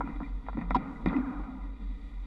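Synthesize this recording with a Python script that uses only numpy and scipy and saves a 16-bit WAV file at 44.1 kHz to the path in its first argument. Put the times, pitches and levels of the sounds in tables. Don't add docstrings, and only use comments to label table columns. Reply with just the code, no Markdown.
import sys
import numpy as np
from scipy import signal
from scipy.fft import rfft, irfft
from scipy.io import wavfile
from scipy.ndimage import uniform_filter1d

SR = 44100
rng = np.random.default_rng(int(sys.argv[2]) if len(sys.argv) > 2 else 0)


def pcm_store(signal):
    levels = np.round(np.clip(np.atleast_2d(signal), -1, 1) * 32767)
    wavfile.write(sys.argv[1], SR, levels.astype(np.int16).T)


def level_to_linear(level):
    exponent = np.asarray(level, float) / 20
    return 10 ** exponent


N = 100062
T = np.arange(N) / SR
HZ = np.fft.rfftfreq(2 * N, 1 / SR)

# [f/Hz, width/Hz, level/dB]
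LOW_MODES = [(178.4, 66, -5.5), (230.3, 15.6, -2), (255, 21.1, 0.5), (280, 48.1, 2.5), (300.2, 35, 0),
             (335.8, 66, -20), (446, 100, -19.5)]
MID_MODES = [(612, 160, -17), (765, 45, -5), (971, 75, -4.5), (1231, 56, -6.5), (1404, 57, -9.5)]
TOP_MODES = [(1824, 69, -5.5), (1939, 86, 0.5), (2073, 76.6, 0), (2410, 112, -5), (2815, 230, -20.5),
             (3445, 165, -11.5), (3817, 125, -10), (4555, 98, -18), (4960, 410, -31.5), (5900, 810, -41),
             (7400, 230, -34.5)]
# [f/Hz, width/Hz, level/dB]
CLICK_MODES = [(470, 140, -7.5), (765, 102, -2.5), (978, 67, 1.5), (1196, 430, -8), (1371, 82, -2)]
# [f/Hz, width/Hz, level/dB]
STEEL_MODES = [(3000, 510, 8.5), (5180, 400, 4), (7340, 490, -18)]
# [f/Hz, width/Hz, level/dB]
RETURN_LOW_MODES = [(255, 25, -9), (290, 55, -2.5)]
# [f/Hz, width/Hz, level/dB]
RETURN_MID_MODES = [(500, 200, -8), (790, 200, 0), (1000, 200, 0), (1300, 300, -3)]
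# [f/Hz, width/Hz, level/dB]
RUMBLE_MODES = [(27, 17, 2.5), (81, 18, -5.5), (113, 32, -2)]
# [f/Hz, density/dB]
FLOOR_SPECTRUM = [(25, 2), (80, -2.5), (130, -13.5), (400, -39), (1600, -43), (3000, -42), (6000, -46.5),
                  (12500, -55)]
# [t/s, level/dB, f/Hz]
HUM_SWELLS = [(-.05, -36, 45.5), (0.112, -34, 43.33), (0.25, -32.5, 44.9), (0.429, -36.5, 47),
              (0.622, -32, 44.33), (0.822, -44.5, 48.73), (.96, -42, 41.86), (1.021, -31.5, 46.5),
              (1.121, -40, 46.92), (1.318, -35, 45.88), (1.48, -47, 49.35), (1.552, -36.5, 45.76),
              (1.784, -32.5, 45), (1.993, -39, 44.66), (2.1, -35, 43.9), (2.28, -41, 43.5)]
# [t/s, level/dB, f/Hz, rise/s]
THUMPS = [(-.03, -24.5, 280.8, 0.021), (.035, -31, 280, 0.0092), (0.092, -30.5, 263, 0.0037),
          (0.204, -32.5, 254.6, 0.02), (0.546, -31.5, 213.6, 0.0081), (0.579, -22.5, 242, 0.005),
          (0.609, -30, 220, 0.0073), (0.704, -31, 259, 0.011), (0.756, -20.5, 255, 0.0061),
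          (0.833, -48, 192, 0.01), (1.060, -19, 278, 0.0012), (1.0649, -18, 263, 0.0084)]
# [t/s, level/dB, f/Hz, rise/s, t60/s]
CLANGS = [(.012, -50.5, 2200, 0.0036, 0.057), (.030, -45, 1390, 0.0038, .1),
          (.238, -49.5, 2374, 0.0094, 0.047), (.261, -46, 2060, 0.0039, 0.029),
          (.570, -29.5, 295.4, 0.0033, 0.051), (.572, -40.5, 555, 0.0078, 0.043),
          (.7455, -15.5, 1010, 0.0048, 0.017), (.760, -30.5, 349, 0.0082, 0.014),
          (0.7535, -16.5, 957, 0.0023, 0.014), (.758, -27.5, 765, 0.0084, 0.058),
          (.763, -43, 912, 0.0044, 0.024), (.957, -47.5, 1992, 0.0037, 0.091),
          (1.0585, -43.5, 3726, 0.0026, 0.018), (1.128, -46, 2090, 0.0056, 0.029),
          (1.142, -37, 2020, .004, 0.047), (1.164, -42.5, 2540, .001, 0.025)]
# [t/s, level/dB, f/Hz, rise/s, t60/s]
ECHOES = [(.15, -37.5, 290, 0.014, 0.096), (.207, -31.5, 280, 0.0024, 0.18),
          (.44, -45.5, 266.7, 0.0096, 0.14), (0.599, -36.5, 175.8, 0.022, 0.79),
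          (.70, -36, 183, 0.048, 0.13), (0.851, -34, 269.2, 0.016, 0.26), (1.152, -20, 280, 0.02, 0.054),
          (1.182, -22, 255, 0.0068, 0.12), (1.226, -32.5, 280, 0.014, 0.32), (1.264, -30, 256, 0.031, 0.11),
          (1.31, -34.5, 290, 0.011, 0.27), (1.346, -31.5, 282.2, 0.019, 0.18),
          (1.398, -32.5, 283, 0.005, 0.093), (1.476, -36, 260.6, 0.014, 0.29),
          (1.561, -42, 286, .02, 0.094), (1.628, -43, 268.4, 0.01, 0.28), (1.341, -41, 184, 0.013, 0.52),
          (1.531, -43.5, 196.5, 0.018, 0.63), (1.801, -47.5, 193.7, 0.031, 0.9)]
# [t/s, level/dB, brightness/dB, rattle length/s]
CLICKS = [(0.0058, -21, -24, 0.014), (0.073, -33, -20, 0.014), (0.161, -46, -5, 0.006),
          (0.2025, -30, -30, 0.018), (0.23, -42, -4, 0.012), (0.464, -46, -4, 0.006),
          (0.484, -25.5, -30, 0.014), (0.529, -38, -14, 0.02), (0.570, -34.5, -13, 0.018),
          (0.587, -42, -4, 0.005), (0.612, -36, -6, 0.006), (0.618, -35, -10, 0.015),
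          (0.7064, -20, -12, 0.012), (1.0592, -25, -6, 0.016), (1.1288, -25, -18, 0.005),
          (1.1645, -40, -1, 0.003)]
# [t/s, level/dB]
TICKS = [
    (.7066, -46),
    (1.0595, -44),
    (1.073, -56),
    (1.106, -57),
    (1.169, -50),
]
# [delay/round trips, low level/dB, mid level/dB, top level/dB]
RETURNS = [(1.0, -7, -7, 0), (1.4, -14, -12, -8), (1.9, -20, -4, -11), (3.0, -22, -3, -17),
           (3.9, -24, -5, -21), (4.9, -26, -5, -24), (5.8, -28, -8, -27), (6.8, -30, -9, -30),
           (7.8, -32, -11, -33), (8.8, -32, -13, -36)]

SKIRT_LOW, SKIRT_HIGH = 0.35, 1.47
GUST_DB = 1.5
SLIDE_LOW_DB, SLIDE_MID_DB, SLIDE_TOP_DB, SLIDE_AIR_DB = -55.5, -67, -66, -73
SLIDE_FLUTTER_DB = 1.5
RING_LOW_DB, RING_MID_DB, RING_TOP_DB, RING_AIR_DB = -20.5, -28.5, -34.5, -55
RING_LOW_T60_S, RING_MID_T60_S, RING_TOP_T60_S, RING_RISE_S = 2.5, 2.5, 1.01, 0.0063
FLOOR_DB = -53.5
RUMBLE_DB, RUMBLE_FADE_DB_PER_S = -51.5, -8.5
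HUM_FLATNESS, HUM_FUZZ_DB = 0.97, -52.5
THUMP_T60_S, PARTNER_RATIO, PARTNER_DB = 0.069, 0.665, -7
RATTLE_DB, RATTLE_GRIT_DB, RATTLE_SAG_DB, RATTLE_RELEASE_S = -22, 3.5, -0.5, .0015
SCRAPE_S, SCRAPE_LENGTH_S, SCRAPE_TILT_DB_PER_OCT = .7455, .022, 3
SCRAPE_DB, SCRAPE_BODY_DB, SCRAPE_STEEL_DB = -52.5, -38, -54.5
STEEL_EDGE_HZ = 7900
BLOW_S, TRIP_S = 1.057, .055
TENSION_HZ = 40
WIRE_LOSS_HZ = 4600
SCATTER = .015
RETURN_LOW_DB, RETURN_MID_DB, RETURN_TOP_DB = -19, -22, -35
EDGE_HZ = 12300


def evened(x):
    return x / np.sqrt(np.mean(x ** 2) + 1e-20)


def modes(table, tilt_db_per_oct=0):
    f_first, f_last = table[0][0], table[-1][0]
    low = 1j * HZ / (SKIRT_LOW * f_first)
    high = 1j * HZ / (SKIRT_HIGH * f_last)
    skirts = low / (1 + low) / (1 + high + high ** 2) ** 2
    total = 0
    for k, (f, width, db) in enumerate(table):
        gain = (-1) ** k * level_to_linear(db + tilt_db_per_oct * np.log2(f / f_first))
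        total = total + gain * 1j * HZ * width / (f ** 2 - HZ ** 2 + 1j * HZ * width)
    return skirts * total


def through(x, response):
    return irfft(rfft(x, 2 * N) * response)[:N] / abs(irfft(response)).max()


def drift(rate_hz):
    rates_hz = np.geomspace(rate_hz / 20, rate_hz, 24)
    return evened(sum(np.sin(2 * np.pi * (f * T + rng.random())) / np.sqrt(f) for f in rates_hz))


def impulse(t_s):
    return np.arange(N) == round(t_s * SR)


def window(start_s, length_s):
    t = np.maximum(T - start_s, 0)
    sag = level_to_linear(RATTLE_SAG_DB * np.minimum(t / length_s, 1))
    release = np.exp(-np.maximum(t - length_s, 0) / RATTLE_RELEASE_S)
    return (T >= start_s) * sag * release


def struck(start_s, db, hz, rise_s, t60_s):
    t = np.maximum(T - start_s, 0)
    rise = np.sin(np.pi / 2 * np.minimum(t / rise_s, 1))
    decay = level_to_linear(db - 60 * np.maximum(t - rise_s, 0) / t60_s)
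    return rise * decay * np.sin(2 * np.pi * hz * t)


def hum():
    s, db, hz = np.transpose(HUM_SWELLS)
    place = np.interp(T, s, np.arange(len(s)))
    k = place.astype(int)
    beat = np.sin(np.pi * place)
    swell = level_to_linear(db[k]) * np.sign(beat) * abs(beat) ** HUM_FLATNESS
    glide_hz = uniform_filter1d(hz[k], size=2000)
    note = np.sqrt(2) * np.sin(2 * np.pi * np.cumsum(glide_hz) / SR)
    fuzz = evened(through(rng.standard_normal(N), modes([(47, 22, 0)]) ** 2))
    return swell * note + level_to_linear(HUM_FUZZ_DB) * fuzz


def wire():
    registers = [(LOW_MODES, SLIDE_LOW_DB, RING_LOW_DB, RING_LOW_T60_S),
                 (MID_MODES, SLIDE_MID_DB, RING_MID_DB, RING_MID_T60_S),
                 (TOP_MODES[:4], SLIDE_TOP_DB, RING_TOP_DB, RING_TOP_T60_S),
                 (TOP_MODES[4:], SLIDE_AIR_DB, RING_AIR_DB, RING_TOP_T60_S)]
    out = np.zeros(N)
    shared = drift(60.)
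    for table, slide_db, ring_db, t60_s in registers:
        flutter = level_to_linear(SLIDE_FLUTTER_DB * shared + GUST_DB * drift(15.))
        power = level_to_linear(2 * slide_db)
        for s, db, _, _ in THUMPS:
            t = np.maximum(T - s, 0)
            rise = np.minimum(t / RING_RISE_S, 1)
            power = power + rise * level_to_linear(2 * (db + ring_db - 60 * t / t60_s))
        out += np.sqrt(power) * evened(through(flutter * rng.standard_normal(N), modes(table)))
    return out


def floor():
    f, db = np.transpose(FLOOR_SPECTRUM)
    response = level_to_linear(np.interp(np.log(HZ + 1), np.log(f), db))
    noise = evened(through(rng.standard_normal(N), response))
    return level_to_linear(FLOOR_DB + GUST_DB * drift(8.)) * noise


def rumble():
    shudder = evened(through(rng.standard_normal(N), modes(RUMBLE_MODES)))
    return level_to_linear(RUMBLE_DB + RUMBLE_FADE_DB_PER_S * T) * shudder


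def thumps():
    out = np.zeros(N)
    for s, db, hz, rise_s in THUMPS:
        out += struck(s, db, hz, rise_s, THUMP_T60_S)
        out += struck(s, db + PARTNER_DB, hz * PARTNER_RATIO, rise_s, THUMP_T60_S)
    return out + sum(struck(*row) for row in CLANGS + ECHOES)


def clicks():
    grit_db = RATTLE_GRIT_DB * np.minimum(rng.exponential(1, N), 4) - 14.5
    grit = rng.standard_normal(N) * level_to_linear(grit_db)
    rub = window(SCRAPE_S, SCRAPE_LENGTH_S) * grit
    mid = level_to_linear(SCRAPE_BODY_DB) * rub
    top = np.zeros(N)
    for s, db, bright_db, length_s in CLICKS:
        force = level_to_linear(RATTLE_DB) * window(s, length_s) * grit + impulse(s)
        mid = mid + level_to_linear(db) * force
        top = top + level_to_linear(db + bright_db) * force
    bare = level_to_linear(SCRAPE_STEEL_DB) * rub + sum(level_to_linear(db) * impulse(s) for s, db in TICKS)
    edge = 1 / (1 + (HZ / STEEL_EDGE_HZ) ** 24)
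    housing = through(mid, modes(CLICK_MODES)) + through(top, modes(TOP_MODES, -15.0))
    scrape = level_to_linear(SCRAPE_DB) * through(rub, edge * modes(TOP_MODES, SCRAPE_TILT_DB_PER_OCT))
    return housing + scrape + through(bare, edge * modes(STEEL_MODES))


def returns():
    blow = np.exp(-2j * np.pi * HZ * BLOW_S) / (1 + (HZ / WIRE_LOSS_HZ) ** 8)
    lag = 4 * np.pi * np.sqrt(1e3) * TRIP_S
    spread = np.sqrt(HZ + TENSION_HZ) - np.sqrt(TENSION_HZ)
    chirps = []
    for row, jitter in zip(RETURNS, rng.uniform(-0.41, 1, (len(RETURNS), 3))):
        scatter = SCATTER * max(row[0] - 1.5, 0) / 2
        chirps.append(sum(np.exp(-1j * lag * (row[0] + scatter * j) * spread) for j in jitter))
    registers = [(1, modes(RETURN_LOW_MODES), RETURN_LOW_DB),
                 (2, modes(RETURN_MID_MODES), RETURN_MID_DB),
                 (3, modes(TOP_MODES, 1), RETURN_TOP_DB)]
    out = np.zeros(N)
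    for column, response, db in registers:
        train = sum(level_to_linear(row[column]) * chirp for row, chirp in zip(RETURNS, chirps))
        out += level_to_linear(db) * through(irfft(blow * train), response) / 3
    return out


def scene():
    return (hum() + wire() + floor() + rumble() + thumps() + clicks() + returns())[None]


def top_cut(x):
    return signal.sosfilt(signal.butter(12, 12770, fs=SR, output="sos"), x)


def record(dry):
    lowpass = signal.firwin(511, EDGE_HZ, window=("kaiser", 9), fs=SR)
    mix = signal.oaconvolve(dry, lowpass[None], "same")
    return top_cut(mix)


dry = scene()
out = record(dry)
pcm_store(out)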